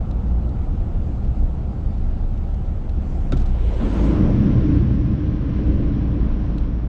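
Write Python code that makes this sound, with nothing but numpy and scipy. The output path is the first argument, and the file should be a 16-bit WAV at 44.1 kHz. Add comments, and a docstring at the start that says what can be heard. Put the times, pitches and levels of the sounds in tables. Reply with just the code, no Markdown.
"""Inside the cab of a pickup truck rolling down a gravel road into floodwater.
At first the engine drones, the cab booms and the tyres crunch, with ticks of stone and swishes of grit.
At 3.3 s a bump sets trim and floor ringing and loose parts rattling; then the tyres hiss in the shallows.
From 3.8 s slabs of water slap the body and spray rains on its resonant panels. Waves then drum on the
floor pan and churn in the wheel wells, and towards the end the wake gurgles."""
import sys
import numpy as np
from scipy import signal
from scipy.fft import rfft, irfft, next_fast_len
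from scipy.io import wavfile
from scipy.ndimage import uniform_filter1d, map_coordinates

SR = 44100
rng = np.random.default_rng(int(sys.argv[2]) if len(sys.argv) > 2 else 0)


def log_audio(samples):
    """Write samples as a 16-bit WAV file to the path given in sys.argv[1]."""
    # one column per channel
    frames = np.atleast_2d(samples).T
    # limit to full scale, then quantise
    limited = np.clip(frames, -1, 1)
    pcm = np.round(limited * 32767).astype(np.int16)
    wavfile.write(sys.argv[1], SR, pcm)


N = 303408
TIME = np.arange(N) / SR


def amp(db):
    """Amplitude ratio of a level in decibels."""
    return 10 ** (np.asarray(db) / 20)


def unit(x):
    """Normalisation to rms 1."""
    return x / np.sqrt(np.mean(x ** 2) + 1e-20)


def add(out, start_s, sound):
    """Superposition of a short sound at a given time."""
    part = out[round(start_s * SR):][:len(sound)]
    part += sound[:len(part)]


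def noise():
    """White Gaussian noise."""
    return rng.standard_normal(N)


def impacts(rate, spread_db):
    """Shot noise at rms 1: random impulses of uneven size, rate a second."""
    size = amp(spread_db * np.clip(noise(), -2, 2))
    return unit((rng.random(N) < rate / SR) * size * np.sign(noise()))


def wobble(rate):
    """Slow random modulation: a spline through rate knots a second."""
    position = np.arange(N) * rate / SR
    coarse = position[::SR // 400]
    knots = rng.standard_normal(int(position[-1]) + 4)
    return np.interp(position, coarse, map_coordinates(knots, [coarse]))


def patchy(x, depth_db):
    """Random modulation in time and frequency: patches of the spectrum swell and sink."""
    spectra = signal.stft(x, nperseg=512)[2]
    field = uniform_filter1d(rng.standard_normal(spectra.shape), size=6, axis=0)
    field = uniform_filter1d(field, size=9, axis=1)
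    return signal.istft(spectra * amp(depth_db * unit(field)), nperseg=512)[1][:N]


def filtered(x, response):
    """Linear filtering: the spectrum of x times a frequency response."""
    size = next_fast_len(N + SR // 2)
    return irfft(rfft(x, size) * response(np.fft.rfftfreq(size, 1 / SR)), size)[:N]


def coloured(x, spectrum):
    """Spectral shaping by (f/Hz, relative level/dB) points on a log axis, at rms 1."""
    hz, db = np.transpose(spectrum)
    return unit(filtered(x, lambda f: amp(np.interp(np.log(f + 1), np.log(hz), db))))


def resonate(x, modes):
    """Forced response of (f/Hz, bandwidth/Hz, gain/dB) modes of alternating sign."""
    return filtered(x, lambda f: sum(
        (-1) ** k * amp(db) * 1j * f * width / (hz * hz - f * f + 1j * f * width)
        for k, (hz, width, db) in enumerate(modes)))


def soften(x, edge_hz, order):
    """Causal low-pass filtering."""
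    return signal.sosfilt(signal.butter(order, edge_hz, fs=SR, output="sos"), x)


def dying(age, t60):
    """Exponential decay, 60 dB in t60 seconds."""
    return amp(-60 * age / t60)


def struck(age, attack_s, t60):
    """Impact envelope: quick build-up, exponential decay."""
    return (1 - np.exp(-age / attack_s)) * dying(age, t60)


def swell(crest_s, db, rise_s, fall_db_per_s):
    """Gaussian rise, its last 20 dB taking rise_s, then exponential decay."""
    age = TIME - crest_s
    return amp(db - 20 * (np.minimum(age, 0) / rise_s) ** 2 - fall_db_per_s * np.maximum(age, 0))


def wading():
    """Immersion of the wheels: 0 on the road, 1 in the water."""
    return np.interp(TIME, [3.42, 3.7], [0, 1])


# the revs blip before the water, sag on entering it, then recover: t/s, firing f/Hz, level/dB
REV_CURVE = [(0, 61.16, -26.5), (.42, 57.46, -20), (0.652, 57.13, -38.5), (0.999, 56.13, -31),
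             (1.222, 57.63, -20.5), (1.9, 57, -30.5), (2.649, 57.55, -29), (3.049, 69.14, -24.5),
             (3.42, 64.37, -25.5), (3.661, 57.4, -18), (3.88, 50.51, -27), (4.1, 56.3, -16.5),
             (4.399, 62.25, -40), (4.65, 66.5, -27), (4.899, 59.3, -21), (5.3, 58.58, -28),
             (5.7, 59.94, -17.5), (5.9, 56, -23), (6.15, 56.5, -24), (6.498, 55.04, -24),
             (6.73, 56.43, -19), (6.88, 57, -21.5)]
# engine harmonics: multiple of the firing rate, relative level/dB
FIRING_HARMONICS = [(1, 5.5), (2, -7), (3, -16.5), (4, -28.5), (5, -24.5)]

def engine(roughness=0.38, drift=0.008506):
    """Periodic firing gives a harmonic series, modulated by uneven strokes."""
    times, firing_hz, levels_db = np.transpose(REV_CURVE)
    rate_hz = np.interp(TIME, times, firing_hz) * (1 + drift * wobble(4))
    phase = 2 * np.pi * np.cumsum(rate_hz) / SR
    drone = sum(amp(db) * (1 + roughness * wobble(22)) * np.sin(k * phase + rng.uniform(0, 2 * np.pi))
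                for k, db in FIRING_HARMONICS)
    return amp(np.interp(TIME, times, levels_db)) * unit(drone)


# spectrum of the air in the cab: f/Hz, relative level/dB
BOOM_SPECTRUM = [(8, -24.5), (18, -11), (31, 6.5), (45, -4), (68, -2.5), (85, -4.5), (110, -24), (200, -69),
                 (400, -120)]
# dips in the road: widest swing t/s, level/dB
ROAD_DIPS = [(2.28, -20), (2.85, -30.5), (3.44, -18.5)]

def cab(rock_hz=29.8, drift=0.038, boom_db=-22, cushion_db=-2):
    """Forced vibration: the road rocks the body on its mounts; the cab air booms, less so in water."""
    shake = sum(swell(s, db, rise_s=0.3, fall_db_per_s=30) for s, db in ROAD_DIPS)
    rocking = np.sin(2 * np.pi * np.cumsum(rock_hz * (1 + drift * wobble(8.9))) / SR)
    boom = amp(boom_db + cushion_db * wading()) * coloured(noise(), BOOM_SPECTRUM)
    return boom + shake * unit(rocking)


# spectra of the tyre roar and the crunching stones: f/Hz, relative level/dB
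ROAR_SPECTRUM = [(50, -21.5), (85, -1), (130, -3.5), (150, -6), (200, -4.5), (250, -13), (320, -14.5),
                 (400, -21), (520, -22.5), (600, -24), (760, -23), (950, -32.5), (1220, -35), (1330, -33.5),
                 (1800, -53.5), (3500, -57.5), (9000, -91)]
CRUNCH_SPECTRUM = [(500, -38.5), (1500, 6.5), (2700, 1.5), (4500, -6), (6500, -10), (8200, -14),
                   (10000, -27), (12000, -38.5)]

def tyres(roar_db=-28, crunch_db=-60, drowned_db=-7, slowing_db_per_s=1):
    """Rolling noise: the roar fades as the truck slows; water muffles it and stops the crunch."""
    wet = wading()
    verge_db = np.interp(TIME, [2.9, 3.1], [0, 2.5])  # rougher ground just before the water
    roar = coloured(patchy(noise(), depth_db=0.4), ROAR_SPECTRUM)
    roar *= amp(roar_db - slowing_db_per_s * TIME + verge_db + drowned_db * wet)
    grains = 0.34 * impacts(rate=700, spread_db=3) + noise()
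    crunch = coloured(patchy(grains, depth_db=1.5), CRUNCH_SPECTRUM)
    return roar + amp(crunch_db + verge_db + 0.32 * wobble(26)) * (1 - wet) * crunch


# loose trim and small stones: t/s, ring level/dB, ring f/Hz, T60/s, click level/dB
CONTACTS = [(.1112, -48, 3900, .035, -48), (.4909, -52, 3800, .028, -52), (1.2482, -56, 4500, .025, -51),
            (1.98, -63, 5500, .03, -55), (2.377, -61, 6000, .03, -54), (2.543, -59, 6000, .03, -52),
            (2.8935, -48, 3950, .024, -48), (6.5825, -41, 3980, .02, -47), (6.635, -48, 3050, .02, -62)]
# modes of a contact: multiple of its ring frequency, relative level/dB
CONTACT_MODES = [(.45, -6), (.68, -3), (.77, -6), (.86, -7), (.95, -2), (1.03, 0), (1.1, -5), (1.32, -13),
                 (1.59, -15)]

def ticks(attack_s=0.00046):
    """Impulse response of small hard contacts: a dry click and a brief ring of close modes."""
    out, age = np.zeros(N), np.arange(SR // 8) / SR
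    for s, ring_db, ring_hz, t60, click_db in CONTACTS:
        ring = sum(amp(db + rng.normal(0, 1)) * np.sin(2 * np.pi * (ring_hz * k * age + rng.random()))
                   for k, db in CONTACT_MODES)
        burst = unit(soften(rng.standard_normal(len(age)), edge_hz=5000, order=2))
        click = amp(click_db) * dying(age, t60=0.02) * burst
        add(out, s, amp(ring_db) * struck(age, attack_s, t60) * unit(ring) + click)
    return soften(out, edge_hz=8200, order=6)


# patches of loose grit: t/s, level/dB, centre f/Hz
GRIT_PATCHES = [(1.08, -73, 6200), (1.95, -67.5, 4100), (2.17, -68.5, 3850), (3.13, -68.5, 6370)]

def grit():
    """Band-limited shot noise: grains spray from the tyres in short swishes."""
    out = np.zeros(N)
    for s, db, centre_hz in GRIT_PATCHES:
        grains = resonate(impacts(rate=2900, spread_db=3), [(centre_hz, centre_hz / 2, 0)])
        swish = unit(soften(grains, edge_hz=1.25 * centre_hz, order=6))
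        out += swell(s, db, rise_s=0.14, fall_db_per_s=50) * swish
    return out


TRIM_HZ = 500  # floor modes lie below this, trim modes above

def knock(age, modes, floor_lag_s=0.0045):
    """Damped free vibration: trim rings first, then the floor; each mode builds in about a cycle."""
    ring = np.zeros(len(age))
    for hz, db, t60 in modes:
        since = np.maximum(age - floor_lag_s * (hz < TRIM_HZ), 0)
        ring += amp(db + rng.normal(0, 1)) * struck(since, 1 / hz, t60) * np.sin(2 * np.pi * hz * since)
    return ring


# modes of the floor and the plastic trim: f/Hz, level/dB, T60/s
KNOCK_MODES = [(135, -16, .2), (195, -18, .14), (275, -12.5, .1), (365, -17, .07), (540, -31, .08),
               (720, -35, .04), (1045, -44, .06), (1340, -31, .1), (1490, -32, .06), (1850, -44, .04),
               (2640, -45, .04), (3750, -45, .05)]
# spectra of cracking trim and clattering parts: f/Hz, relative level/dB
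CRACK_SPECTRUM = [(500, 10), (1400, 7), (2200, 2), (3800, 1), (5000, -12), (6200, -9), (8500, -24),
                  (10000, -37), (12000, -44)]
CLATTER_SPECTRUM = [(300, -5), (550, 18), (900, -6), (1400, 15.5), (1900, 2), (2400, 8.5), (3100, 0.5),
                    (3800, 6.5), (4600, 1.5), (6300, 1), (8200, -7.5), (9300, -13), (11000, -27)]
# bounces of loose parts: t/s, clatter level/dB, T60/s, thump level/dB relative to the bump
BOUNCES = [(3.341, -50, .04, -14), (3.367, -39.5, .09, -11), (3.396, -42.5, .06, -13),
           (3.413, -46, .1, -17), (3.456, -43, .08, -16), (3.489, -51, .07, -24)]

def bump(start_s=3.3212, shudder_db=-20, shudder_hz=64, crack_db=-30.5, snap_db=-22):
    """Shock excitation: a rut cracks the trim, thumps the floor, shakes the cab and rattles parts."""
    out, age = np.zeros(N), np.arange(SR // 2) / SR
    crack = coloured(noise(), CRACK_SPECTRUM)[:len(age)]
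    crack *= amp(crack_db) * struck(age, attack_s=0.0015, t60=0.083)
    clatter = coloured(noise(), CLATTER_SPECTRUM)
    snap = amp(snap_db) * struck(age, attack_s=0.0015, t60=0.013) * clatter[:len(age)]
    swing = dying(age, t60=0.55) - dying(age, t60=0.18)
    shudder = amp(shudder_db) * swing / swing.max() * np.sin(2 * np.pi * shudder_hz * age)
    add(out, start_s, knock(age, KNOCK_MODES) + crack + snap + shudder)
    # the later bounces are too soft to ring the trim
    floor = [mode for mode in KNOCK_MODES if mode[0] < TRIM_HZ]
    for s, db, t60, thump_db in BOUNCES:
        scuff = amp(db) * struck(age, attack_s=0.003, t60=t60) * clatter[round(s * SR):][:len(age)]
        add(out, s, scuff + amp(thump_db) * knock(age, floor))
    return soften(out, edge_hz=10100, order=10)


# hiss of the tyres slicing the shallows: t/s, level/dB
SHALLOWS_LEVELS = [(3.4, -67.5), (3.65, -54.5), (3.85, -54), (4.11, -56), (4.15, -65), (4.4, -110)]
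# spectrum of that hiss: f/Hz, relative level/dB
SHALLOWS_SPECTRUM = [(1000, -25), (2200, -1), (3000, 1.5), (4000, -3.5), (4700, -14), (6500, -25.5),
                     (10000, -48)]

def shallows():
    """Shot noise of fine drops hisses off the treads until they go under."""
    times, db = np.transpose(SHALLOWS_LEVELS)
    drops = impacts(rate=4300, spread_db=4.5) + noise()
    return amp(np.interp(TIME, times, db, left=-120)) * coloured(drops, SHALLOWS_SPECTRUM)


# modes of the floor pan and the body panels: f/Hz, bandwidth/Hz, relative level/dB
FLOOR_MODES = [(165.8, 51.8, -3.5), (204, 34.6, 0.5), (275, 40.2, -1), (302.2, 37.7, 1), (363, 101, -12),
               (536, 290, -20.5)]
PANEL_MODES = [(1033, 59, 11.5), (1324, 100, 1.5), (1580, 110, -7.5), (2950, 750, -17)]
# spectra of water heaving under the floor and of foam: f/Hz, relative level/dB
HEAVE_SPECTRUM = [(35, -16), (65, -9), (85, 0), (105, -7), (122, 0.5), (160, -10), (220, -8), (400, -49),
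                  (900, -100)]
FOAM_SPECTRUM = [(200, -7.5), (500, 7), (800, 4.5), (1300, 5), (2000, -0.5), (3100, -4.5), (4200, -12),
                 (5100, -19), (5850, -24.5), (6400, -24.5), (7200, -39.5), (9000, -36), (11000, -59.5)]
# slabs of water met in the plunge: t/s, thud level/dB, splash level/dB, panel level/dB
WATER_SLABS = [(3.824, -24.5, -42, -44), (3.991, -29, -47.5, -46), (4.09, -33, -54, -47.5),
               (4.15, -26.5, -58, -50)]

def slaps(heave_db=-2):
    """Impact excitation: each slab of water thuds and heaves on the floor, bursts and rings panels."""
    thud = unit(soften(resonate(noise(), FLOOR_MODES), edge_hz=1600, order=4))
    thud += amp(heave_db) * coloured(noise(), HEAVE_SPECTRUM)
    drops = impacts(rate=6800, spread_db=-1.5)
    splash = coloured(drops, FOAM_SPECTRUM)
    ring = unit(soften(resonate(drops, PANEL_MODES), edge_hz=1200, order=4))
    out = np.zeros(N)
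    for s, thud_db, splash_db, ring_db in WATER_SLABS:
        slap = amp(thud_db) * thud + amp(splash_db) * splash + amp(ring_db) * ring
        out += swell(s, 0, rise_s=0.048, fall_db_per_s=62) * slap
    return out


def shower(crest_s):
    """Power sum of two envelopes: a thrown sheet of water and its lingering drizzle."""
    sheet = swell(crest_s, db=-35.5, rise_s=0.63, fall_db_per_s=58)
    drizzle = swell(crest_s, db=-47.5, rise_s=0.63, fall_db_per_s=17.5)
    return np.hypot(sheet, drizzle)


# spectrum of fine mist on the body: f/Hz, relative level/dB
MIST_SPECTRUM = [(150, -22.5), (350, 12), (650, 4), (900, -1), (1600, -16.5), (2100, -15), (3200, -29),
                 (5000, -26), (6500, -28), (8300, -30.5), (10000, -43), (12000, -59.5)]

def spray(crest_s=4.038, heavy_lag_s=0.27, mist_db=3, panel_db=-8, patter_db=-3):
    """Random impacts: mist from the front tyres hisses, heavy drops then patter; both ring panels."""
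    mist, heavy = shower(crest_s), shower(crest_s + heavy_lag_s)
    drops = patchy(impacts(rate=7600, spread_db=-1.5) + 0.5 * noise(), depth_db=3)
    hiss = mist * amp(mist_db + 0.44 * wobble(24)) * coloured(drops, MIST_SPECTRUM)
    panels = unit(soften(resonate(drops, PANEL_MODES), edge_hz=2400, order=4))
    fenders = unit(soften(resonate(drops, [(594, 230, 0)]), edge_hz=1100, order=4))
    return hiss + np.sqrt(mist * heavy) * amp(panel_db) * panels + heavy * amp(patter_db) * fenders


def waves(crests_s, levels_db, rise_s, fall_db_per_s):
    """Incoherent addition: the envelope of overlapping waves, whose powers add."""
    return np.sqrt(sum(swell(s, db, rise_s, fall_db_per_s) ** 2 for s, db in zip(crests_s, levels_db)))


# waves meeting the truck: crest t/s, then level/dB of drumming, foam, heave and squirt
FLOOD_WAVES = [(4.241, -19.5, -43.5, -16, -61), (4.7, -24.5, -45.5, -27, -70.5),
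               (5.72, -23.5, -48, -25.5, -69), (6.049, -37.5, -52, -29.5, -77.5),
               (6.499, -37.5, -50, -37, -70)]
# spectrum of water squirting through gaps: f/Hz, relative level/dB
SQUIRT_SPECTRUM = [(4000, -13.5), (5000, -4.5), (5800, -1), (6200, -12.5), (6800, -17.5), (9000, -38)]

def flood(panel_db=-13, foam_lead_s=0.068, bumper_to_cab_s=0.14):
    """Forced resonance: water drums on the floor pan, foam rings the panels; waves squirt and heave."""
    crests_s, drum_db, foam_db, heave_db, squirt_db = np.transpose(FLOOD_WAVES)
    drum = waves(crests_s, drum_db, rise_s=0.54, fall_db_per_s=10.5)
    churn = waves(crests_s - foam_lead_s, foam_db, rise_s=0.9, fall_db_per_s=10)
    heave = waves(crests_s + bumper_to_cab_s, heave_db, rise_s=0.37, fall_db_per_s=8.5)
    squirt = waves(crests_s, squirt_db, rise_s=0.54, fall_db_per_s=8.5)
    slosh = wobble(17)
    lumps = soften(resonate(impacts(rate=1200, spread_db=1.5), FLOOR_MODES), edge_hz=650, order=4)
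    fizz = impacts(rate=5000, spread_db=1.5) + 0.63 * noise()
    foam = coloured(patchy(fizz, depth_db=0.4), FOAM_SPECTRUM)
    wash = drum * amp(0.18 * slosh) * unit(lumps) + churn * amp(0.39 * slosh) * foam
    panels = churn * amp(panel_db) * unit(resonate(foam, PANEL_MODES))
    jets = squirt * coloured(noise(), SQUIRT_SPECTRUM)
    return wash + panels + jets + heave * coloured(noise(), HEAVE_SPECTRUM)


def wake(centre_hz=460, width_hz=220):
    """A randomly excited resonance: the turning wheels keep up a low gurgle in their wells."""
    bubbles = resonate(impacts(rate=1500, spread_db=2), [(centre_hz, width_hz, 0)])
    gurgle = unit(soften(bubbles, edge_hz=1360, order=4))
    return swell(crest_s=6.33, db=-42.5, rise_s=0.65, fall_db_per_s=5) * gurgle


def scene():
    """Superposition of all sources at the dashboard, in one channel."""
    driving = engine() + cab() + tyres() + ticks() + grit() + bump()
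    water = shallows() + slaps() + spray() + flood() + wake()
    return (driving + water)[None]


def record(dry, top_hz=11500):
    """Windowing and band limiting: a brief fade at each end, then an ideal low-pass."""
    fade = signal.windows.tukey(N, 0.002)
    return np.array([filtered(channel * fade, lambda hz: hz < top_hz) for channel in dry])


dry = scene()
out = record(dry)
log_audio(out)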